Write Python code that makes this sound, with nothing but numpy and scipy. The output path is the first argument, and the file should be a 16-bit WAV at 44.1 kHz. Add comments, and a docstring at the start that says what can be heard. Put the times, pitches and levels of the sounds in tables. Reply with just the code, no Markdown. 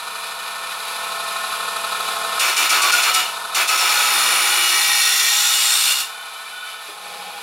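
"""A belt-driven abrasive cut-off saw in a small workshop, heard from about a metre.
The drive idles, humming and rattling its housing in step with motor and belt; the slack belt slaps its cover.
The wheel skips on a steel pipe, lifts, then sinks in for one long cut: revolving grit excites the modes of
pipe and guard, narrow modes swell and squeal, and the wheel slows under load.
Steel rings on as the arm swings up; the arm bumps its stop, struck modes ring, and pulsing tones drone there."""
import sys
import numpy as np
from scipy import signal
from scipy.fft import rfft, irfft
from scipy.io import wavfile
from scipy.ndimage import uniform_filter1d, map_coordinates

SR = 44100
rng = np.random.default_rng(int(sys.argv[2]) if len(sys.argv) > 2 else 0)


def to_wav(sig):
    """Store sig (one row per channel, or 1-D mono) as 16-bit WAV at the path in sys.argv[1].

    Samples outside -1..1 are clipped; the rate is SR.
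    """
    pcm = np.clip(np.atleast_2d(sig), -1, 1) * 32767
    pcm = np.round(pcm).astype(np.int16)
    wavfile.write(sys.argv[1], SR, pcm.T)  # frames by channels


N = 327222
T = np.arange(N) / SR
FREQ = np.maximum(np.arange(N + 1) * SR / (2 * N), 1)

MOTOR_HZ = 24.92  # mean turns per second
# arm meeting its stop: (time [s], level [dB])
KNOCKS = [(6.885, -36), (6.916, -44)]


def undb(db):
    """Decibels to gain."""
    return np.exp(np.asarray(db) * (np.log(10) / 20))


def curve(rows):
    """Each column of a table as straight lines through time."""
    time_s, *columns = np.transpose(rows)
    return [np.interp(T, time_s, column) for column in columns]


def ramp(start_s, length_s):
    """A straight rise from 0 to 1."""
    return np.clip((T - start_s) / length_s, 0, 1)


def swell(centre_s, spread_s):
    """A Gaussian rise and fall around one moment."""
    return np.exp(-np.minimum(((T - centre_s) / spread_s) ** 2 / 2, 20))


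def walk(rate_hz):
    """Smoothed random steps with a spread near 1."""
    step = int(SR / rate_hz)
    steps = np.repeat(rng.standard_normal(N // step + 1), step)
    return 1.282 * uniform_filter1d(uniform_filter1d(steps, step), step)[:N]


def colour(x, points, modes=()):
    """Minimum-phase filter: a smooth spectrum lifted at each resonance; output rms 1."""
    hz, db = np.transpose(points)
    db = np.interp(np.log(FREQ), np.log(hz), db)
    db = db + sum(lift / (1 + (2 * (FREQ - f) / width) ** 2) for f, width, lift in modes)
    cepstrum = irfft(np.log(undb(db)))[:N]  # causal half
    response = np.exp(rfft(2 * cepstrum, 2 * N))
    y = irfft(rfft(x, 2 * N) * response)[:N]
    return y / y.std()


def bent(x, points, modes, ratio):
    """A colour whose middle resonances move by a ratio through time; the lowest and highest stay put."""
    samples = np.arange(N)
    clock = np.cumsum(ratio)
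    # warp time, filter, unwarp: only the filter's pitch moves
    stretched = map_coordinates(x, [np.interp(samples, clock, samples)], order=3)
    moved = map_coordinates(colour(stretched, points, modes), [clock], order=3, mode="mirror")
    still = colour(x, points, modes)
    middle = signal.butter(8, [1650, 5000], "band", fs=SR, output="sos")
    return still + signal.sosfiltfilt(middle, moved - still)


def split(x, hz):
    """The parts below and above a frequency, each at rms 1."""
    filters = [signal.butter(6, hz, kind, fs=SR, output="sos") for kind in ("low", "high")]
    parts = [signal.sosfilt(sos, x) for sos in filters]
    return [part / part.std() for part in parts]


def surface(turns, keep, grit_db):
    """Impacts from a rough revolving surface: a share repeats on the next turn, the rest wears away."""
    count = int(turns[-1]) + 2
    shape = (count, N // count)  # turns x points round the rim
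    keep = np.clip(keep, 0, .995)
    coarseness_db = grit_db * rng.exponential(size=shape).clip(0, 7)
    fresh = rng.standard_normal(shape) * undb(coarseness_db)
    fresh[1:] *= np.sqrt(1 - keep ** 2)  # level stays even from turn to turn
    rim = signal.lfilter([1], [1, -keep], fresh, axis=0).ravel()
    return map_coordinates(rim, [turns * shape[1]], order=3) / rim.std()


def shaken(hz, rate_hz):
    """A mode shaken at random: a narrow band around a pitch that may move."""
    phase = 2 * np.pi * np.cumsum(hz * np.ones(N)) / SR
    return walk(rate_hz) * np.cos(phase) + walk(rate_hz) * np.sin(phase)


def sagging(hz, time_s, speed, share):
    """A pitch that is hz at one moment and follows a share of the wheel's change of speed."""
    return hz * (1 + share * (speed / np.interp(time_s, T, speed) - 1))


def struck(blows, modes, push_s):
    """Blows that ring a set of decaying modes; a longer push is duller."""
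    age = T[:SR // 4]
    ring = sum(undb(db) * np.exp(-np.log(1000) * age / t60_s) * np.sin(2 * np.pi * hz * age)
               for hz, db, t60_s in modes)
    hits = np.zeros(N)
    for time_s, db in blows:
        hits[int(time_s * SR)] = undb(db)
    return signal.fftconvolve(hits, ring * (1 - np.exp(-age / push_s)))[:N]


def grind():
    """Grit tears at the steel, hardest once a turn at the wheel's high spot; the colour shifts with depth."""
    # wheel speed: (time [s], speed [turns/s])
    wheel = [(0, 62.5), (2.4, 62.5), (2.9, 61), (3.5, 62.4), (3.8, 61.4), (4.2, 59.9), (4.75, 59),
             (5.17, 56.2), (5.3, 57.5), (5.38, 59.2), (5.92, 60.3), (6.2, 62.5)]
    # how deep the wheel sits in the steel: (time [s], depth [0-1])
    depth_points = [(2.4, 0.14), (3.2, 0), (3.6, 0.13), (4.1, 0.32), (4.6, 0.3), (5.1, 0.55), (5.5, 0.7),
                    (5.9, 0.8), (6.05, 0.8)]
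    # rasp colour on the surface: (frequency [Hz], level [dB])
    skim = [(50, -51), (150, -44), (350, -12), (600, -12.5), (900, -7), (1500, -4), (2400, 8.5),
            (3600, -5.5), (5000, -3.5), (8000, -2), (11000, -8.5), (13000, -15.5), (15300, -10)]
    # rasp colour deep in the kerf: (frequency [Hz], level [dB])
    deep = [(50, -32.5), (150, -17), (350, -18), (600, -15), (900, -8), (1500, -5), (2400, -2.5),
            (3600, -7), (5000, -4.5), (8000, -2.5), (11000, -7.5), (13000, -15.5), (15300, -10)]
    # resonances of pipe and guard: (frequency [Hz], width [Hz], lift [dB])
    pipe = [(740, 60, 5), (1000, 70, 6), (1140, 90, 2), (1292, 80, 12), (1440, 68, 10), (2300, 140, 6),
            (2620, 288, 6), (2900, 260, 9.5), (3130, 140, -3), (3413, 382, 10.5), (3711, 300, 14),
            (4000, 150, -2), (4254, 340, 13), (4740, 300, 7), (5420, 380, 8.5), (5900, 400, 6),
            (6875, 350, 7), (7480, 250, 3), (9100, 700, 7.5), (9780, 300, 4), (10600, 750, 9.5),
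            (12050, 650, 11), (13350, 1000, 13)]
    pipe_sag, pipe_wander, cutting_turns_per_s = 0.35, .003, 60.6
    spit_low_hz, spit_high_hz = 4560, 11600
    sunk_depth = 0.61  # from here on the rasp has only the kerf colour

    speed = curve(wheel)[0]
    turns = np.cumsum(speed) / SR
    depth = np.clip(curve(depth_points)[0], 0, 1)
    high_spot = np.exp(-(turns % 1) / .25)
    flutter_db = (1.6 + 2.6 * depth) * high_spot
    grit = surface(turns, keep=0.34, grit_db=2.07) * undb(flutter_db + 0.066 * walk(90))
    grit = thin_steel(grit, t60_s=.05, ring_db=-7)

    shudder_skim, rasp_skim = split(colour(grit, skim, pipe), hz=1410)
    bend = 1 + pipe_sag * (speed / cutting_turns_per_s - 1) + pipe_wander * walk(12)
    shudder_deep, rasp_deep = split(bent(grit, deep, pipe, bend), hz=1560)
    sparse_grit = colour(surface(turns, keep=0.2, grit_db=3.7), skim, pipe)
    spit = split(split(sparse_grit, hz=spit_low_hz)[1], hz=spit_high_hz)[0]

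    rasp_gain, shudder_gain, spit_gain = contact()
    sunk = np.clip(depth / sunk_depth, 0, 1)
    rasp = (1 - sunk) * rasp_skim + sunk * rasp_deep
    shudder = (1 - depth) * shudder_skim + depth * shudder_deep
    singing = kerf_rings(turns, speed, depth) + chatter(speed)
    cut = rasp_gain * (undb(-2.5) * rasp + singing)
    return cut - undb(-3.5) * shudder_gain * shudder + spit_gain * spit


def contact():
    """Gains of rasp, shudder and spit: each touch spits, holds and lets go; the shudder builds up behind it."""
    # touches of wheel on pipe, the long cut among them: (start [s], attack constant [s], length [s],
    # release constant [s], rasp [dB], shudder [dB], spit [dB])
    touches = [ (2.392, 0.0055, 0.1, 0.1, -16.5, -19.5, -15.5),
               (2.563, 0.0063, 0.1, 0.043, -15.5, -20.5, -15),
               (2.691, 0.0037, .092, 0.048, -15.5, -18, -16.5),
               (2.815, 0.0041, .093, .012, -16, -17.5, -15.5),
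               (2.915, 0.0079, 0.095, .035, -15.5, -20, -14.5),
               (3.019, 0.005, 0.082, 0.047, -15.5, -19, -18), (3.134, 0.0056, .06, 0.07, -16.5, -23, -15),
               (3.546, 0.0011, .074, 0.043, -15.5, -18, -21),
               (3.674, 0.0038, 0.09, 0.014, -16.5, -19.5, -19),
               (3.771, .0043, 2.156, 0.038, -15.5, -20.5, -22),
               (5.916, .003, .093, 0.045, -19.5, -23.5, -40), ]
    spit_s = 0.03
    shudder_build_s = 0.018  # the frame starts shaking after the grit bites
    # the deepening kerf steadies the wheel
    steady_from_s, steady_takes_s, steady_db = 4.36, 0.77, -9.5

    rasp, shudder, spit = np.zeros((3, N))
    for start_s, attack_s, length_s, release_s, rasp_db, shudder_db, spit_db in touches:
        age = np.maximum(T - start_s, 0)
        gate = (1 - np.exp(-age / attack_s)) * np.exp(-np.maximum(age - length_s, 0) / release_s)
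        build = 1 - np.exp(-(age / shudder_build_s) ** 2)
        rasp = np.maximum(rasp, gate * undb(rasp_db))
        shudder = np.maximum(shudder, gate * undb(shudder_db) * build)
        spit = spit + gate * undb(spit_db) * np.exp(-age / spit_s)
    return rasp, shudder * undb(steady_db * ramp(steady_from_s, steady_takes_s)), spit


def thin_steel(x, t60_s, ring_db):
    """A thicket of short, high modes in pipe wall and guard, as decaying high-passed noise."""
    age = T[:SR // 10]
    ring = rng.standard_normal(len(age)) * np.exp(-np.log(1000) * age / t60_s)
    high = signal.butter(3, 5500, "high", fs=SR, output="sos")
    ring = signal.sosfilt(high, ring / np.linalg.norm(ring))
    return x + undb(ring_db) * signal.fftconvolve(x, ring)[:N]


def kerf_rings(turns, speed, depth):
    """During touches and the long cut, steel modes swell, fade and bend with wheel speed, nudged once a turn."""
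    # steel modes that swell around given moments:
    # (time [s], spread [s], frequency [Hz], random rate [Hz], level [dB])
    kerf_modes = [ (2.92, 0.065, 1437, 60, -5.5), (2.84, 0.071, 1136, 60, -11),
                  (2.95, 0.23, 4270, 219, -16), (3.18, 0.022, 1306, 50, -6), (3.22, .09, 2930, 260.2, -9),
                  (3.721, 0.021, 1285, 49.97, -6), (3.72, 0.13, 2605, 169.5, -11.5),
                  (3.82, 0.1, 5440, 319, -13), (4.4, 0.34, 10470, 652, -13), (4.45, 0.51, 9360, 700, -16.5),
                  (4.701, 0.77, 826.5, 69.9, -21), (4.75, 0.087, 6040, 220, -14),
                  (4.9, 0.6, 1896, 139.8, -15), (4.9, 0.14, 10600, 300, -13), (5.2, 0.31, 5650, 482, -12),
                  (5.38, .2, 6850, 522, -16), (5.52, 0.27, 7560, 448, -12.5),
                  (5.7, 0.28, 3725, 159.2, -16.5), (5.74, .14, 8570, 1002, -11),
                  (5.96, 0.14, 2800, 282, -10), (5.95, 0.053, 4290, 80, -10), ]
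    mode_sag = .4
    out = slot(depth)
    for time_s, spread_s, hz, rate_hz, db in kerf_modes:
        pitch_hz = sagging(hz, time_s, speed, mode_sag)
        out = out + undb(db) * swell(time_s, spread_s) * shaken(pitch_hz, rate_hz)
    nudge_db = 2.0 * np.cos(2 * np.pi * (turns - .15))
    return out * undb(nudge_db)


def slot(depth):
    """The slot resonates with the flying grit: a bright band that climbs and grows with depth."""
    half_depth_hz, octaves_per_depth, rate_hz, full_depth_db = 5580, 1.55, 1400, -13
    pitch_hz = half_depth_hz * 2 ** (octaves_per_depth * (depth - .5))
    return undb(full_depth_db) * depth ** 2 * shaken(pitch_hz, rate_hz)


def chatter(speed):
    """Wheel and pipe fall into step for a moment and squeal, sagging with the wheel's speed."""
    # squeals: (time [s], spread [s], frequency [Hz], relative level [dB])
    squeals = [(3.2, .06, 738, -15), (4.1, .2, 832, -18), (4.2, .2, 240, -37), (4.6, .18, 356, -27),
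               (4.68, .14, 2900, -10), (4.72, .1, 4130, -13), (4.76, .06, 2302, -9.5), (4.92, .1, 1912, -9),
               (4.97, .1, 2700, -13), (5, .12, 3580, -14), (4.99, .1, 2295, -11), (5.04, .09, 4260, -10),
               (5.18, .06, 1975, -13.5), (5.2, .12, 398, -34), (5.26, .045, 1840, -11),
               (5.27, .06, 2335, -13), (5.46, .07, 3725, -11), (5.57, .1, 2905, -13)]
    offset_db, sag_share = 1, .9
    out = 0
    for time_s, spread_s, hz, db in squeals:
        phase = 2 * np.pi * np.cumsum(sagging(hz, time_s, speed, sag_share)) / SR
        gain = swell(time_s, spread_s) * undb(offset_db + db + 1.5 * walk(40))
        out = out + gain * np.sin(phase + .35 * walk(50))
    return out


def lift_ring():
    """The freed wheel and its guard ring on while the arm swings up, as randomly shaken modes."""
    # steel modes: (frequency [Hz], random rate [Hz], relative level [dB])
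    lift_modes = [(1305, 41, -44), (1460, 35, -46), (1480, 35, -43.5), (2340, 230, -47), (3030, 100, -46),
                  (3550, 140, -45.5)]
    # common level of the modes: (time [s], level [dB])
    lift_level = [(5.9, -43), (6.07, 2), (6.19, 1.5), (6.38, -1), (6.67, 4.5), (6.82, -4), (7, -45)]
    modes = sum(undb(db) * shaken(hz, rate_hz) for hz, rate_hz, db in lift_modes)
    return undb(curve(lift_level)[0]) * modes


def drive():
    """The belt laps once in two motor turns; its slaps and the bearings rattle the housing."""
    # housing colour: (frequency [Hz], level [dB])
    body = [(50, -29), (150, -20), (235, -15.5), (310, -20.5), (385, -8.5), (445, -4.5), (570, -7),
            (760, 3.5), (1200, -1), (2000, -9), (4000, -6.5), (5800, -13.5), (9000, -9.5), (11400, -8),
            (13300, -23), (15300, -29)]
    # housing resonances: (frequency [Hz], width [Hz], lift [dB])
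    housing = [(942, 28, 7), (1068, 61, 8), (1291, 142, 9), (1439, 50, 11), (1486, 48, 9)]
    # resonances and hollows of the wheel guard: (frequency [Hz], width [Hz], lift [dB])
    guard = [(1788, 42, 11), (1880, 100, -3), (2347, 120, 7), (2464, 60, 11.5), (2600, 96, 5),
             (2790, 45, 4), (2868, 55, -4), (2985, 95, 8), (3085, 100, -6), (3560, 260, 6), (3814, 90, 7),
             (4000, 90, 7), (4117, 54, 8), (4210, 70, -3), (4484, 170, 7), (5030, 133, 5), (10809, 403, 3)]
    # colour of air dragged round by the wheel: (frequency [Hz], level [dB])
    air_colour = [(100, -55), (400, -31), (600, -8), (880, 2), (1400, 2), (2000, 1), (3400, 2.5),
                  (5800, -5.5), (9000, -6.5), (11400, -1.5), (13300, -17), (15500, -15)]
    # level laws of the parts: (level at drive level 0 [dB], slope [dB/dB],
    # change as the arm is raised [dB], middle of that change [s])
    rattle_law = (-25.5, 1.04, -3, 6.5)
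    rumble_law = (-38.5, 1.47, 9.5, 7)
    air_law = (-30.5, 1.01, 2.5, 6.5)
    hum_law = (4, 1.58, -2, 7)
    whine_law = (1.5, 0.9, -7, 6)

    turns = np.cumsum(MOTOR_HZ * (1 + 0.001215 * walk(4))) / SR
    lap = np.pi * turns
    throb_db = .6 * np.cos(lap) + 1.5 * np.cos(2 * lap) + 1.6 * np.cos(3 * lap)
    impacts = surface(turns / 2, keep=.91, grit_db=3.0) * undb(.65 * throb_db)
    rattle = split(colour(impacts, body, housing + guard), hz=790)[1]
    # the heavy frame blurs the pattern, so the rumble repeats less exactly
    rumble = split(colour(surface(turns / 2, keep=0.37, grit_db=1.1), body), hz=740)[0]
    air = colour(rng.standard_normal(N), air_colour, guard) * undb(1.8 * walk(20))

    noise = rattle * drive_gain(rattle_law) + rumble * drive_gain(rumble_law) + air * drive_gain(air_law)
    tones = hum(turns, throb_db) * drive_gain(hum_law) + whine(turns, throb_db) * drive_gain(whine_law)
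    return noise + tones + drone()


def drive_gain(law):
    """Gain of one part of the drive: it follows the drive's level and shifts as the arm is raised."""
    # level of the whole drive: (time [s], level [dB])
    drive_level = [(0, -6), (.85, -4.5), (1.1, -3), (2.385, 0), (2.44, -6.5), (3.45, -4), (4.3, -11),
                   (6.1, -9.5), (6.4, -10), (7.42, -9.5)]
    shift_s = 0.21  # each part's level shifts over this time
    db, slope, raised_db, raised_s = law
    shift_db = raised_db * ramp(raised_s - shift_s / 2, shift_s)
    return undb(db + slope * curve(drive_level)[0] + shift_db)


def hum(turns, throb_db):
    """Tones of motor and belt; they waver, and the higher ones flutter more with the belt."""
    # wavering drive tones: (frequency [Hz], relative level [dB])
    hum_tones = [(62.6, -74), (124.6, -67), (225, -63), (447, -51), (672.9, -42.5), (823.6, -50),
                 (861.3, -49.5)]
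    phase = 2 * np.pi * turns / MOTOR_HZ
    out = 0
    for hz, db in hum_tones:
        gain = undb(db + 1.3 * walk(9) + throb_db * min(hz / 600, 2))
        out = out + gain * np.sin(hz * phase + .5 * walk(14))
    return np.sqrt(2) * out


def whine(turns, throb_db):
    """Clear whining drive tones, locked to the motor; neighbours beat, the upper ones throb with the belt."""
    # whining drive tones: (frequency [Hz], relative level [dB])
    whine_tones = [(188.4, -59), (511.4, -52.5), (1071.4, -40), (1270.92, -45), (1295.84, -36.5),
                   (1333.22, -42), (1437, -44), (1793.5, -45.5), (2467, -44.5), (2991, -52), (3539, -48.5),
                   (3601, -50), (4124, -50)]
    phase = 2 * np.pi * turns / MOTOR_HZ
    waver_db = walk(8)
    out = 0
    for hz, db in whine_tones:
        gain = undb(db + waver_db + throb_db * (hz > 1000))
        out = out + gain * np.cos(hz * phase + .3 * walk(8))
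    return np.sqrt(2) * out


def drone():
    """On its stop the arm starts to drone, pulsing once for each lap of the belt."""
    # tones of the resting arm: (frequency [Hz], relative level [dB])
    drone_tones = [(187, -16.5), (495, -8.5), (824, 0.5), (1071, -23), (2288, -6), (3280, -7)]
    drone_db, build_s, pulse_depth_db = -43.5, 0.14, 3.5
    age = np.maximum(T - KNOCKS[0][0], 0)
    tones = sum(undb(db + 1.2 * walk(18)) * np.sin(2 * np.pi * hz * T + .55 * walk(30))
                for hz, db in drone_tones)
    pulse_db = pulse_depth_db * np.cos(np.pi * MOTOR_HZ * age)
    return np.sqrt(2) * tones * undb(drone_db + pulse_db) * (1 - np.exp(-age / build_s))


def knocks():
    """The slack belt slaps its cover at idle; the lifted arm bumps dully against its stop."""
    # belt slaps: (time [s], level [dB])
    slaps = [(1.538, -12), (1.948, -15), (2.38, -12)]
    # cover modes: (frequency [Hz], level [dB], t60 [s])
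    cover = [(1070, -7, .025), (1297, 0, .035), (1440, -5, .03)]
    # arm modes: (frequency [Hz], level [dB], t60 [s])
    arm = [(335, -5, .12), (410, 0, .13), (600, -2, .12)]
    return struck(slaps, cover, push_s=0.00089) + struck(KNOCKS, arm, push_s=0.003)


def workshop(x, t60_s):
    """Dense echoes from bare walls, thin in the bass, as decaying band-passed noise."""
    age = T[:SR // 2]
    tail = rng.standard_normal(len(age)) * np.exp(-np.log(1000) * age / t60_s) * (age > .003)
    band = signal.butter(2, [750, 11500], "band", fs=SR, output="sos")
    tail = signal.sosfilt(band, tail / np.linalg.norm(tail))
    return signal.fftconvolve(x, tail)[:N]


def limiter(x):
    """A burst of treble turns the whole sound down for a moment."""
    threshold_db, release_s = -16.5, .02
    high = signal.butter(2, 5000, "high", fs=SR, output="sos")
    treble = signal.sosfilt(high, x.mean(axis=0))
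    power = uniform_filter1d(treble ** 2, size=350)
    hold = np.exp(-1 / (release_s * SR))
    power = np.maximum(power, signal.lfilter([1 - hold], [1, -hold], power))
    excess = np.maximum(np.sqrt(np.abs(power)) / undb(threshold_db), 1)
    return x / excess ** .8


def scene():
    """The cut is straight ahead and the drive a little to the left; only the room is wide."""
    motor = drive()
    saw = grind() + lift_ring() + motor + knocks()
    mid = saw + undb(-12.5) * workshop(saw, t60_s=0.11)
    high = signal.butter(1, 300, "high", fs=SR, output="sos")
    side = undb(-17.5) * workshop(saw, t60_s=0.11) + undb(-33) * signal.sosfilt(high, motor)
    return np.array([mid + side, mid - side])


def record(dry):
    """Treble bursts duck the level, the highest peaks are rounded alike in both channels, the top is cut."""
    ceiling, top_hz = .68, 15800
    held = limiter(dry)
    rounded = held / (1 + (held.mean(axis=0) / ceiling) ** 4) ** (1 / 4)
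    return signal.sosfilt(signal.ellip(10, .2, 80, top_hz, fs=SR, output="sos"), rounded)


dry = scene()
out = record(dry)
to_wav(out)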